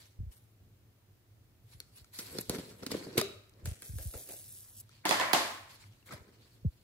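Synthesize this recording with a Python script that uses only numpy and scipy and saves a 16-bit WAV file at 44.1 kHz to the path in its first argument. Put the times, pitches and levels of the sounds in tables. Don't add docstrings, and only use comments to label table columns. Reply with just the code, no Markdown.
import sys
import numpy as np
from scipy import signal
from scipy.fft import rfft, irfft, next_fast_len
from scipy.io import wavfile
from scipy.ndimage import uniform_filter1d, map_coordinates

SR = 44100
rng = np.random.default_rng(int(sys.argv[2]) if len(sys.argv) > 2 else 0)


def undo_db(level):
    steps = np.asarray(level, float) / 20
    return 10 ** steps


def unload_wav(signal):
    wavfile.write(
        sys.argv[1],
        SR,
        np.round(np.clip(np.atleast_2d(signal).T, -1, 1) * 32767).astype(np.int16),
    )


N = 301203

# freq_hz, level_db_per_hz
HUM_SPECTRUM = [(15, -84), (25, -35), (43, -14), (70, -13), (108, 0.5), (150, -18.5), (330, -22),
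                (483, -27), (651, -29), (902, -33.5), (2150, -36), (4240, -38.5), (9330, -43), (15200, -36),
                (16500, -59)]
# freq_hz, likeness
DIFFUSE_LIKENESS = [(60, 0.94), (130, 0.95), (290, 0.86), (640, 0.29), (1410, 0.14), (3100, -0.24),
                    (6820, 0.0066), (15000, 0.11)]
# freq_hz, t60_s
ROOM_DECAY = [(150, 0.34), (500, 0.62), (2000, 0.68), (6000, 0.56), (14000, 0.6)]

# peak_s, rustle_db, rise_s, fall_s, brightness_db
BRUSHES = [(0.012, -60.5, 0.34, 0.15, -2), (0.318, -66.5, 0.012, 0.16, 7), (1.72, -65.5, 0.076, 0.18, 1.5),
           (1.81, -59, 0.0078, 0.043, -14), (1.979, -59.5, 0.057, 0.092, 3.5),
           (2.413, -56, 0.015, 0.0064, 19), (4.828, -71.5, 0.027, 0.1, 4.5),
           (4.918, -63.5, 0.063, 0.26, -14), (5.7, -59, 0.03, 0.35, -4), (5.76, -67, 0.096, 0.11, -8),
           (5.83, -67, 0.14, 0.044, -19), (6.062, -65, 0.016, 0.23, 6.5), (6.43, -68.5, 0.12, 0.19, -10),
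           (6.55, -69, 0.21, 0.075, -1), (6.74, -74.5, 0.18, 0.41, -2.5)]
# freq_hz, level_db_per_hz
SKIN_SPECTRUM = [(1290, -14.5), (2200, -3.5), (3600, -3), (4280, -3.5), (6500, -6), (9700, -1.5),
                 (11200, 4), (14700, -17), (16200, -1.5), (18000, -56.5)]
# freq_hz, width_hz, level_db
SQUEAK_MODE = [(4340, 750, -1)]
# freq_hz, level_db_per_hz
SCUFF_SPECTRUM = [(320, -40), (550, -10), (860, -10), (1010, -3.5), (1120, -9), (1760, -6.5), (2350, -9.5),
                  (2900, -29), (6600, -120)]
# start_s, peak_db, start_hz, length_s
SWIPES = [(0.19, -35.5, 74, 0.024), (0.203, -31.5, 130, 0.028), (0.231, -37, 119, 0.032),
          (0.264, -38, 120, 0.055), (1.745, -49, 166, .04), (2.012, -52, 121, .035),
          (2.313, -57, 98.2, 0.028), (2.487, -42, 116, 0.029), (2.93, -59, 130, .045),
          (3.632, -46.5, 81, .025), (3.649, -36.5, 140.3, 0.034), (3.674, -30.5, 148, 0.036),
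          (3.715, -34, 115.3, 0.02), (3.893, -37, 149, 0.046), (3.936, -37, 130, 0.018),
          (3.955, -33.5, 130, 0.042), (3.998, -40, 110, 0.041), (4.054, -32.5, 153, 0.059),
          (4.154, -39, 104, 0.018), (6.128, -44.5, 245, 0.049), (6.205, -48, 130, 0.026),
          (6.63, -49, 120, .013), (6.647, -44.5, 546, 0.0071), (6.648, -23, 234, 0.059)]

# start_s, click_peak_db, wall_rel_db, left_right_db, burst_ms
TOUCHES = [(0.3166, -54.5, -9, 12.5, 1.5), (1.8028, -31.5, -7, 4.5, 1.4), (2.045, -46, -4.5, 2, 2.8),
           (3.495, -46, -16, 2.5, 0.7), (3.538, -52, -32, 4, 1.1), (4.893, -47, -7, 4, 2),
           (5.839, -63, 13, 10, 4.3), (6.0267, -64.5, 0, 0.5, 4), (6.09, -53, 6, -0.5, 9.6),
           (6.109, -48, 10, 3, 11.5), (6.1253, -51, -28, -5, 5), (6.136, -47, 0, 0, 3.3)]
# freq_hz, level_db_per_hz
CLICK_SPECTRUM = [(1500, -22.5), (2300, -23), (3200, -5.5), (4300, 2.5), (5600, -1.5), (7500, -4.5),
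                  (9700, -8), (11300, -8), (14500, -12.5), (16500, -15), (18000, -61.5)]
# freq_hz, width_hz, level_db
JAR_MODES = [(130, 114, -4), (223, 115, 1.5), (378, 133, 1), (511, 159, -2)]
# freq_hz, width_hz, level_db
WALL_MODES = [(950, 2570, -7.5), (1357, 218, 7), (2256, 154, 1)]
# start_s, peak_db, left_right_db
SNAPS = [(1.8021, -31.5, -1), (2.188, -27.5, 3), (2.387, -37, -9), (2.496, -18.5, -2), (2.8644, -41, -4),
         (2.9153, -55, -1.5), (3.213, -21, 7), (3.496, -52, -3), (3.657, -30, 3), (3.821, -33.5, -4),
         (3.9853, -32, 4), (4.137, -35, -4), (4.29, -34, -4), (4.892, -55, -2), (5.092, -21, -3),
         (5.3322, -15, -2.5), (6.124, -38.5, -5), (6.1364, -43, -3)]
# start_s, peak_db, pitch_hz, t60_s, left_right_db
TAPS = [(1.802, -63, 930, 0.0089, -1), (2.865, -35, 1430, .015, 7), (2.907, -30, 1100, .015, 0),
        (2.917, -32, 1950, 0.017, 14), (3.2135, -24.5, 1224, 0.025, 13), (3.2135, -32, 4900, 0.028, 23),
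        (3.656, -38.5, 428, 0.058, -8), (3.821, -39.5, 1610, 0.029, 2), (3.985, -46, 530, 0.055, -2),
        (3.985, -39.5, 1635, 0.03, 0), (4.138, -43, 540, 0.056, -2), (4.288, -49, 526, 0.071, -5),
        (4.288, -55, 2300, 0.038, 5), (2.866, -29, 250, 0.081, -2.5), (4.892, -58.5, 970, 0.016, 2),
        (5.054, -26, 903, 0.05, -18), (5.092, -20, 3460, 0.027, -2), (5.11, -25, 896, 0.079, -11),
        (5.112, -22.5, 3390, 0.04, 11), (5.121, -23, 796, 0.041, -20), (5.127, -35, 1710, 0.018, 2),
        (5.199, -29, 984, 0.082, -13), (5.21, -25, 1100, 0.043, -7), (5.333, -23.5, 698, 0.063, -11),
        (5.346, -21, 750, 0.064, -14), (5.347, -14, 2860, 0.023, 2), (5.699, -53, 2368, .02, 1),
        (5.81, -60, 2630, 0.025, 3), (5.839, -52, 2110, 0.023, 9), (6.027, -52.5, 2730, 0.014, 14),
        (2.918, -28, 286, 0.035, -2), (6.089, -40, 2180, 0.016, 12), (6.107, -39.5, 1280, 0.1, 3),
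        (6.118, -42, 2060, 0.065, -4), (6.125, -66, 4150, 0.091, 2), (6.136, -40.5, 598, 0.064, 5),
        (6.17, -50.5, 1010, 0.057, 4), (3.177, -26.5, 390, 0.073, -1), (2.939, -26, 202, 0.048, -1)]
# start_s, peak_db, pitch_hz, t60_s, left_right_db
MORE_TAPS = [(2.355, -46, 229, .05, 0), (2.488, -47, 200, .04, -1), (2.527, -32, 500, 0.032, -2),
             (2.544, -28, 427, 0.053, 0), (2.554, -33, 242, 0.075, -2), (2.57, -43, 300, .03, 0),
             (2.587, -41, 328, 0.036, 0), (2.598, -45, 300, .03, 0), (2.711, -62, 300, 0.031, 0),
             (2.831, -35, 216, 0.061, -2), (2.9497, -19.5, 335, .025, -1), (3.066, -29, 307, 0.043, 0),
             (1.8024, -29, 4330, 0.014, -3), (1.803, -37, 5660, .012, -5), (2.188, -39, 318, .04, 0),
             (2.386, -24, 4000, 0.011, 0), (3.155, -29, 347, 0.09, -3.5), (3.1797, -17.5, 376, 0.038, -1),
             (3.186, -33, 130, 0.072, 4), (3.214, -25, 610, .05, 6), (5.055, -25, 322, 0.058, -12),
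             (5.055, -27, 1790, 0.045, 2), (5.201, -21, 1805, 0.05, 0), (5.335, -20, 800, 0.037, -8.5),
             (6.128, -55, 207, 0.032, 0)]

# peak_s, rustle_db, rise_s, fall_s, grip_boom_rel_db
TWISTS = [(2.14, -50, 0.014, 0.48, -52), (2.199, -52, 0.017, 0.079, -3.5), (2.3, -65.5, 0.12, 0.14, 6),
          (2.387, -46, 0.1, 0.048, 3.5), (2.502, -48.5, 0.021, 0.29, 5.5), (2.6, -57, 0.19, 0.045, 6),
          (2.7, -58, 0.12, 0.055, -6), (2.828, -51.5, 0.014, 0.053, 7.5), (2.864, -43, 0.0022, 0.034, -10),
          (2.92, -43, 0.037, 0.045, 1.5), (2.948, -52.5, 0.037, 0.026, 13.5),
          (2.969, -49.5, 0.054, 0.19, 4.5), (3.165, -54.5, 0.35, 0.038, 7.5)]
# start_s, click_peak_db, body_rel_db, wall_rel_db, burst_ms
CATCHES = [(2.1891, -30, -7.5, -8, 9.7), (2.3531, -46, 9, -12, 4), (2.386, -20.5, -6, -14, 2.1),
           (2.4964, -21.5, -0.5, -10.5, 3.3), (2.5468, -47, 12.5, 10, 8.6), (2.5843, -36.5, 3, -3.5, 5),
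           (2.708, -50.5, 5, -2, 25), (2.832, -39, 3, -2, 5.1), (2.8656, -19.5, -16.5, -15, 0.72),
           (2.916, -25, -4, -13, 4.2), (2.948, -46, 19.5, -15, 3.2), (3.069, -46.5, 12.5, -34.5, 3.2),
           (3.171, -46, 18, 7, 6.4), (3.178, -25, 7, -23, 3.9), (3.1867, -22.5, -5.5, -4.5, 2.8),
           (3.1975, -31, -18, -2.5, 6.6), (3.2135, -16, -18, -7, 2.2)]
# peak_s, rustle_db, rise_s, fall_s, grip_boom_rel_db
PULL = [
    (3.178, -27, 0.005, 0.037, -5),
    (3.201, -32, 0.0089, 0.0065, -15),
    (3.225, -50.5, 0.012, 0.17, 1.5),
    (3.599, -74.5, 0.12, 0.39, 13.5),
]
# freq_hz, width_hz, level_db, t60_s
MOUTH_MODES = [
    (393, 35, -36.5, 0.4),
    (3880, 220, -43, 0.48),
    (2620, 1000, -47.5, 0.57),
]

# start_s, knock_db, beads_db, boom_db
SHAKES = [
    (3.6574, -32, -49.5, -52),
    (3.823, -40, -54.5, -63),
    (3.986, -43, -56, -56),
    (4.1386, -40, -54, -49),
    (4.29, -48, -54, -50),
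]
# time_s, patter_db
BEAD_FLOW = [(3.655, -48.5), (3.787, -70.5), (3.851, -61), (3.937, -58.5), (4.011, -58), (4.1, -56.5),
             (4.2, -56), (4.357, -57), (4.45, -55.5), (4.55, -52), (4.64, -55), (4.723, -59), (4.811, -49),
             (4.82, -68)]
# freq_hz, level_db_per_hz
BEAD_SPECTRUM = [(1760, -42), (3000, -15), (5950, -8), (9800, -2.5), (11300, 3.5), (13000, -6), (14500, 1),
                 (15900, -5.5), (18000, -57.5)]
# freq_hz, level_db_per_hz
MASS_SPECTRUM = [(470, -2.5), (800, -19), (1580, 0.5), (1960, 1), (2780, 2), (4580, -3), (9140, 3),
                 (12000, -15), (15600, -34), (22000, -120)]
# freq_hz, width_hz, level_db
TILTED_JAR_MODES = [(363, 610, 3), (640, 273, 8)]

# peak_s, scuff_db, rise_s, fall_s
BASE_DRAGS = [
    (4.66, -71, 0.069, 0.17),
    (6.085, -62, 0.045, .04),
    (6.115, -53.5, .02, 0.083),
    (6.175, -60.5, .03, 0.13),
]
# start_s, click_peak_db, shell_rel_db, left_right_db, burst_ms
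BOUNCES = [
    (5.0537, -22, -5.5, 0.5, 2.1),
    (5.0595, -28.5, 1.5, 4.5, 1.6),
    (5.0829, -30, -17.5, 0.5, 9.1),
    (5.0921, -16, -19, 1.7, 1.9),
    (5.1102, -20.5, 1, -11, 1.5),
    (5.1265, -25, -5, -10, 2.6),
    (5.1983, -24.5, -4.5, -3.5, 2.6),
    (5.2115, -41, 11.5, -19, 2.8),
    (5.3325, -14, -8, -10.5, 2.4),
    (5.336, -19, -5, -9.5, 2.1),
]
# freq_hz, width_hz, level_db
LID_MODES = [(672, 220, 1), (893, 89, -1), (1027, 100, 2), (1897, 690, -2.5), (3170, 1100, -9)]
# peak_s, scuff_db, rise_s, fall_s
LID_SKIDS = [
    (5.052, -35.5, 0.0094, 0.01),
    (5.22, -35, 0.048, 0.27),
    (5.318, -36, 0.026, 0.017),
]
# start_s, freq_hz, width_hz, level_db, t60_s
LID_SONG = [
    (5.225, 1040, 70, -37.5, .8),
    (5.2, 1900, 190, -38.5, .5),
    (5.11, 880, 110, -33, 0.23),
]
# freq_hz, width_hz, level_db, t60_s
LID_REST_MODES = [(1080, 180, -38.5, 0.71), (680, 150, -35.5, 0.56)]
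# peak_s, rustle_db, rise_s, fall_s, grip_boom_rel_db
LIFT = [
    (6.126, -52, 0.043, 0.091, 0.5),
    (6.2, -67.5, 0.076, 0.47, 5),
]


def unit(x):
    return x / np.sqrt(np.mean(x ** 2) + 1e-20)


def unit_rows(x):
    return x / np.linalg.norm(x, axis=1, keepdims=True)


def along(points, hz):
    point_hz, value = np.transpose(points)
    return np.interp(np.log(hz + 1), np.log(point_hz + 1), value)


def curves(rows):
    s, db = np.transpose(rows)
    return np.interp(np.arange(N) / SR, [s[0] - 0.004, *s, s[-1] + 0.012], [-120, *db, -120])


def wobble(rate_hz):
    knots = rng.standard_normal(int(N * rate_hz / SR) + 4)
    return map_coordinates(knots, [np.arange(N) * rate_hz / SR])


def swell(rows):
    s, db, rise, fall = np.transpose(rows)[:, :, None]
    t = np.arange(0, N / SR + 0.002, 0.001)
    strokes_away = np.where(t < s, (s - t) / np.abs(rise), (t - s) / np.abs(fall))
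    power = undo_db(2 * db - 40 * strokes_away).sum(0)
    return np.interp(np.arange(N) / SR, t, np.sqrt(power))


def filtered(x, response):
    m = next_fast_len(x.shape[-1] + 2048, True)
    return irfft(rfft(x, m) * response(np.fft.rfftfreq(m, 1 / SR)), m)[..., :x.shape[-1]]


def shaped(points):
    return lambda hz: undo_db(along(points, hz))


def resonant(peaks):
    def response(hz):
        total = 0
        for k, (centre, width, db) in enumerate(peaks):
            damping = 1j * hz * width
            total = total + (-1) ** k * undo_db(db) * damping / (centre * centre - hz * hz + damping)
        return total
    return response


def ports(hz, lag):
    return np.exp(-1j * np.pi * hz * lag / SR * np.array([[1], [-1]]))


def panned(left_right_db):
    return undo_db([[left_right_db / 2], [-left_right_db / 2]])


def stereo(pair, response):
    turn = lambda hz: np.arccos(np.clip(along(DIFFUSE_LIKENESS, hz), -1, 1)) / 2
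    mid, side = filtered(pair, lambda hz: response(hz) * [np.cos(turn(hz)), np.sin(turn(hz))])
    return unit(np.array([mid + side, mid - side]))


def alike(pair, shared):
    return pair + shared * pair.sum(0)


def grains(rate_hz, spread_db):
    sizes = undo_db(spread_db * np.minimum(rng.exponential(1, N), 4))
    ticks = (rng.random(N) < rate_hz / SR) * sizes
    wave = rng.standard_normal((3, N))
    return unit(np.convolve(ticks, np.hanning(24), "same") * (wave[:2] + 0.38 * wave[2]))


def patchy(x, depth_db):
    z = signal.stft(x, nperseg=256)[2]
    field = uniform_filter1d(rng.standard_normal(z.shape[1:]), 5, 0)
    field = uniform_filter1d(field, 9, 1)
    return unit(signal.istft(z * undo_db(depth_db * unit(field)), nperseg=256)[1][:, :N])


def background():
    noise = stereo(rng.standard_normal((2, N)), shaped(HUM_SPECTRUM))
    hum = filtered(noise, lambda hz: 1 / (1 + (hz / 300) ** 4))
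    return undo_db(-62.5) * (noise + (undo_db(2.2 * wobble(9)) - 1) * hum)


def strokes():
    brush_grip_db, twist_bright_db, pull_bright_db, lift_bright_db = -14.5, 2, -5, -12
    loosen_db_per_s = -8
    wall_by_skin_db, wall_by_grip_db, skid_boom_db = -11.5, -12.5, -13.5
    rows = [(*r, brush_grip_db, bright) for *r, bright in BRUSHES]
    rows += [(*r, lift_bright_db) for r in LIFT]
    rows += [(*r, twist_bright_db + loosen_db_per_s * (r[0] - TWISTS[0][0])) for r in TWISTS]
    rows += [(*r, pull_bright_db) for r in PULL]
    rustle = swell([r[:4] for r in rows])
    fine = swell([(s, db + bright, rise, fall) for s, db, rise, fall, grip, bright in rows])
    boom = swell([(s, db + grip, rise, fall) for s, db, rise, fall, grip, bright in rows])
    skid = swell(LID_SKIDS + BASE_DRAGS)
    wall = undo_db(wall_by_skin_db) * rustle + undo_db(wall_by_grip_db) * boom + skid
    return rustle, fine, boom + undo_db(skid_boom_db) * skid, wall


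def rubbing():
    rustle_gain, fine_gain, boom_gain, wall_gain = strokes()
    clumps = undo_db(2.2 * wobble(45))
    slips = clumps * (grains(1700, 1.9) + 1.3 * rng.standard_normal((2, N)))
    skin = shaped(SKIN_SPECTRUM)
    squeak = resonant(SQUEAK_MODE)
    above_7800 = lambda hz: 1 / (1 + (7800 / (hz + 1)) ** 8)
    treble = above_7800
    dull = filtered(slips, lambda hz: skin(hz) * ports(hz, -6.0) * (1 - treble(hz)) * (1 + squeak(hz)))
    fine = filtered(alike(slips, 2), lambda hz: skin(hz) * ports(hz, -6.5) * treble(hz))
    boom = stereo(undo_db(1.2 * wobble(30)) * grains(1500, 1.5), resonant(JAR_MODES))
    wall = stereo(clumps * grains(2500, 1.8), shaped(SCUFF_SPECTRUM))
    out = rustle_gain * patchy(unit(dull), depth_db=2.5)
    out = out + fine_gain * patchy(unit(fine), depth_db=3.5)
    return out + boom_gain * boom + wall_gain * wall


def draught():
    rest_hz, slowing_s, round_s = 34, 0.019, 0.035
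    air = np.zeros(N)
    for s, db, start_hz, length_s in SWIPES:
        u = np.linspace(0, 1, round(length_s * SR))
        glide = (start_hz - rest_hz) * slowing_s * (1 - np.exp(-length_s * u / slowing_s))
        turns = rest_hz * length_s * u + glide
        envelope = np.abs(np.sin(np.pi * u ** 0.53)) ** (length_s / round_s)
        air[round(s * SR):][:len(u)] -= undo_db(db) * envelope * np.sin(2 * np.pi * turns)
    skew = np.exp(-0.3j * np.array([[1], [-1]]))
    return filtered(air, lambda hz: skew / (1 + (hz / 650) ** 6))


def contacts():
    touch_body_db = -23
    shake_body_db, shake_wall_db, shake_ms = -9, -2, 1.7
    return ([(s, db, touch_body_db, wall, pan, ms) for s, db, wall, pan, ms in TOUCHES]
            + [(s, db, body, wall, 0, ms) for s, db, body, wall, ms in CATCHES]
            + [(s, db, shake_body_db, shake_wall_db, 0, shake_ms) for s, db, *_ in SHAKES])


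def hits(rows, low, shell, low_db, shell_db, hardness):
    out, t = np.zeros((3, N + SR)), np.arange(3000) / SR
    blow = 1.0 * (np.arange(len(t)) == 16)
    sharpness = hardness * np.array([[4.5], [12], [7]])
    colour = lambda hz: np.array([shaped(CLICK_SPECTRUM)(hz), resonant(low)(hz), resonant(shell)(hz)])
    smooth = unit_rows(filtered(blow, colour))
    for s, db, low_rel, shell_rel, pan, ms in rows:
        envelope = np.exp(-t * 1000 / max(ms, 0.5)) * (1 - np.exp(-t / 0.00052))
        burst = rng.standard_normal((3, len(t))) * envelope
        direct = filtered(burst + sharpness * blow, colour)
        peaks = undo_db([[db], [db + low_rel + low_db], [db + shell_rel + shell_db]])
        direct = direct / np.abs(direct).max(1, keepdims=True) * peaks
        pair = panned(pan) * filtered(direct.sum(0), lambda hz: ports(hz, -1.2 * pan - 3))
        send = np.linalg.norm(direct, axis=1) @ smooth
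        out[:, round(s * SR) - 16:][:, :len(t)] += np.vstack([pair, send])
    return out[:2, :N], out[2, :N]


def snaps():
    decay_ms, cut_hz = 1, 4000
    out, t = np.zeros((2, N + SR)), np.arange(400) / SR
    for s, db, pan in SNAPS:
        envelope = np.exp(-t * 1000 / decay_ms) * (1 - np.exp(-t / 0.00018))
        crack = rng.standard_normal(len(t)) * envelope
        out[:, round(s * SR):][:, :len(t)] += undo_db(db - 2) * panned(pan) * crack / np.abs(crack).max()
    return filtered(out[:, :N], lambda hz: ports(hz, -4.5) * (1j * hz / (cut_hz + 1j * hz)) ** 2 * 2)


def taps():
    twin_ratio, lag_samples = 1 + 0.055, 0.5
    send, pair = np.zeros(N + SR), np.zeros((2, N + SR))
    t = np.arange(SR // 8) / SR
    for s, db, hz, t60, pan in TAPS + MORE_TAPS:
        modes = np.sin(2 * np.pi * hz * t) + 0.2 * np.sin(2 * np.pi * hz * twin_ratio * t)
        ring = 0.5 * undo_db(db - 60 * t / abs(t60)) * (1 - np.exp(-t / 0.001)) * modes
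        send[round(s * SR):][:len(t)] += ring
        pair[:, round(s * SR):][:, :len(t)] += panned(pan) * ring
    return filtered(pair[:, :N], lambda hz: ports(hz, lag_samples)), send[:N]


def lingering_rings():
    pop_s, lid_clear_s, settle_s = 3.18, 0.026, 5.345
    out, t = np.zeros((2, N)), np.arange(SR // 2) / SR
    rows = [(pop_s + lid_clear_s * (r[0] > 1000), *r) for r in MOUTH_MODES]
    rows += [(settle_s, *r) for r in LID_REST_MODES]
    for s, hz, width, db, t60 in rows + LID_SONG:
        mode = resonant([(hz, width, 0)])
        narrow = stereo(rng.standard_normal((2, len(t))), lambda f: mode(f) ** 2)
        out[:, round(s * SR):][:, :len(t)] += undo_db(db - 60 * t / t60) * narrow
    return out


def pouring():
    lag_s, rise_s, slide_fall_s, boom_fall_s = 0.0033, 0.016, 0.17, 0.12
    surge_db, surge_lag_s, surge_rise_s, surge_fall_s = 8.5, 0.035, 0.068, 0.12
    creep_db, creep_boom_db = -20, -33.5
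    flow = undo_db(curves(BEAD_FLOW) + 1.13)
    slide = swell([(s + lag_s, db, rise_s, slide_fall_s) for s, _, db, _ in SHAKES])
    slump = swell([(s + lag_s, db, rise_s, boom_fall_s) for s, _, _, db in SHAKES])
    surge = swell([(s + surge_lag_s, surge_db, surge_rise_s, surge_fall_s) for s, *_ in SHAKES[1:]])
    patter = undo_db(1.1 * wobble(37)) * (grains(3000, 1.7) + 0.6 * rng.standard_normal((2, N)))
    patter = unit(filtered(alike(patter, 0.48), lambda hz: shaped(BEAD_SPECTRUM)(hz) * ports(hz, -1.5)))
    mass = stereo(grains(2800, 0.84), shaped(MASS_SPECTRUM))
    boom = stereo(grains(1000, 0.29), resonant(TILTED_JAR_MODES))
    out = flow * (1 + surge) * patchy(patter, depth_db=2.0)
    out = out + (slide + undo_db(creep_db) * flow) * mass
    return out + (slump + undo_db(creep_boom_db) * flow) * boom


def lid_drop():
    cut_hz, body_db = 170, -7
    rows = [(s, db, body_db, *r) for s, db, *r in BOUNCES]
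    direct, send = hits(rows, JAR_MODES, LID_MODES, low_db=-3.0, shell_db=6.0, hardness=0.51)
    no_bass = lambda hz: (1j * hz / (cut_hz + 1j * hz)) ** 2
    return filtered(direct, no_bass), filtered(send, no_bass)


def room(x):
    out, step, size = np.zeros((2, N + 3 * SR)), SR // 3, 28000
    for start in range(0, N, step):
        hz, t, z = signal.stft(rng.standard_normal((2, size)), SR, nperseg=256)
        stretch = x[None, start:start + step]
        if stretch.any():
            decay = undo_db(-60 * t / along(ROOM_DECAY, hz)[:, None])
            tail = stereo(signal.istft(z * decay, SR, nperseg=256)[1], np.ones_like)
            wet = signal.fftconvolve(stretch, tail, axes=1) / np.sqrt(SR)
            out[:, start + 250:][:, :wet.shape[1]] += wet
    return out[:, :N]


def scene():
    near, near_send = hits(contacts(), JAR_MODES, WALL_MODES, low_db=-2.5, shell_db=-2.5, hardness=0.64)
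    knocks, knock_send = taps()
    lid, lid_send = lid_drop()
    echo = room(undo_db(-10.0) * near_send + undo_db(6.0) * lid_send + undo_db(-7.5) * knock_send)
    handling = rubbing() + near + snaps() + knocks
    return background() + handling + draught() + lingering_rings() + pouring() + lid + echo


def hollowed(mix):
    gap_low_hz, gap_high_hz, top_hz = 12430, 13450, 15780
    hole_hz, hole_spread_hz, hole_width_hz = 2850, 330, 170
    hz, t, z = signal.stft(mix, SR, nperseg=1024)
    band_power = lambda band: np.sum(np.abs(z[:, band]) ** 2, axis=(0, 1))
    noise = lambda frames: uniform_filter1d(rng.standard_normal((2, len(t))), frames)
    pitch = hz[:, None]
    power = band_power(hz > 3000)
    usual = np.median(power)
    attack = power > undo_db(24) * np.roll(power, 2)

    edge = 220 * noise(3)
    airy = uniform_filter1d(band_power(hz > 13500) / power, 3)
    widen = np.where((airy > 0.1) & (power > 4 * usual), -270, 40)
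    fading = (power < np.roll(power, 3)) & (power > 60 * usual)
    top = top_hz - fading * (airy < 0.06) * (600 + 4 * np.abs(edge[0]))
    gap = (pitch > gap_low_hz + edge[0] - widen) & (pitch < gap_high_hz + edge[1] + widen)
    empty = gap | (pitch > top)

    middle = band_power((hz > 2200) & (hz < 3500))
    valley = (uniform_filter1d(middle / power, 9) < 0.09) & (power > 2 * np.quantile(power, 0.3))
    chance = noise(7)
    held = np.arange(len(t)) // 6 * 6
    spot = hole_hz + hole_spread_hz * np.round(unit(chance[0])[held])
    empty |= (np.abs(pitch - spot) < hole_width_hz) & (unit(chance[1]) > -0.1) & valley

    gain = np.where(empty & ~attack, undo_db(-60), 1) * (pitch < 16600)
    return signal.istft(z * gain, SR, nperseg=1024)[1][:, :N]


def roll_off(x):
    return signal.sosfilt(signal.butter(12, 16620, fs=SR, output="sos"), x)


def record(dry):
    mix = hollowed(dry)
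    return roll_off(mix)


dry = scene()
out = record(dry)
unload_wav(out)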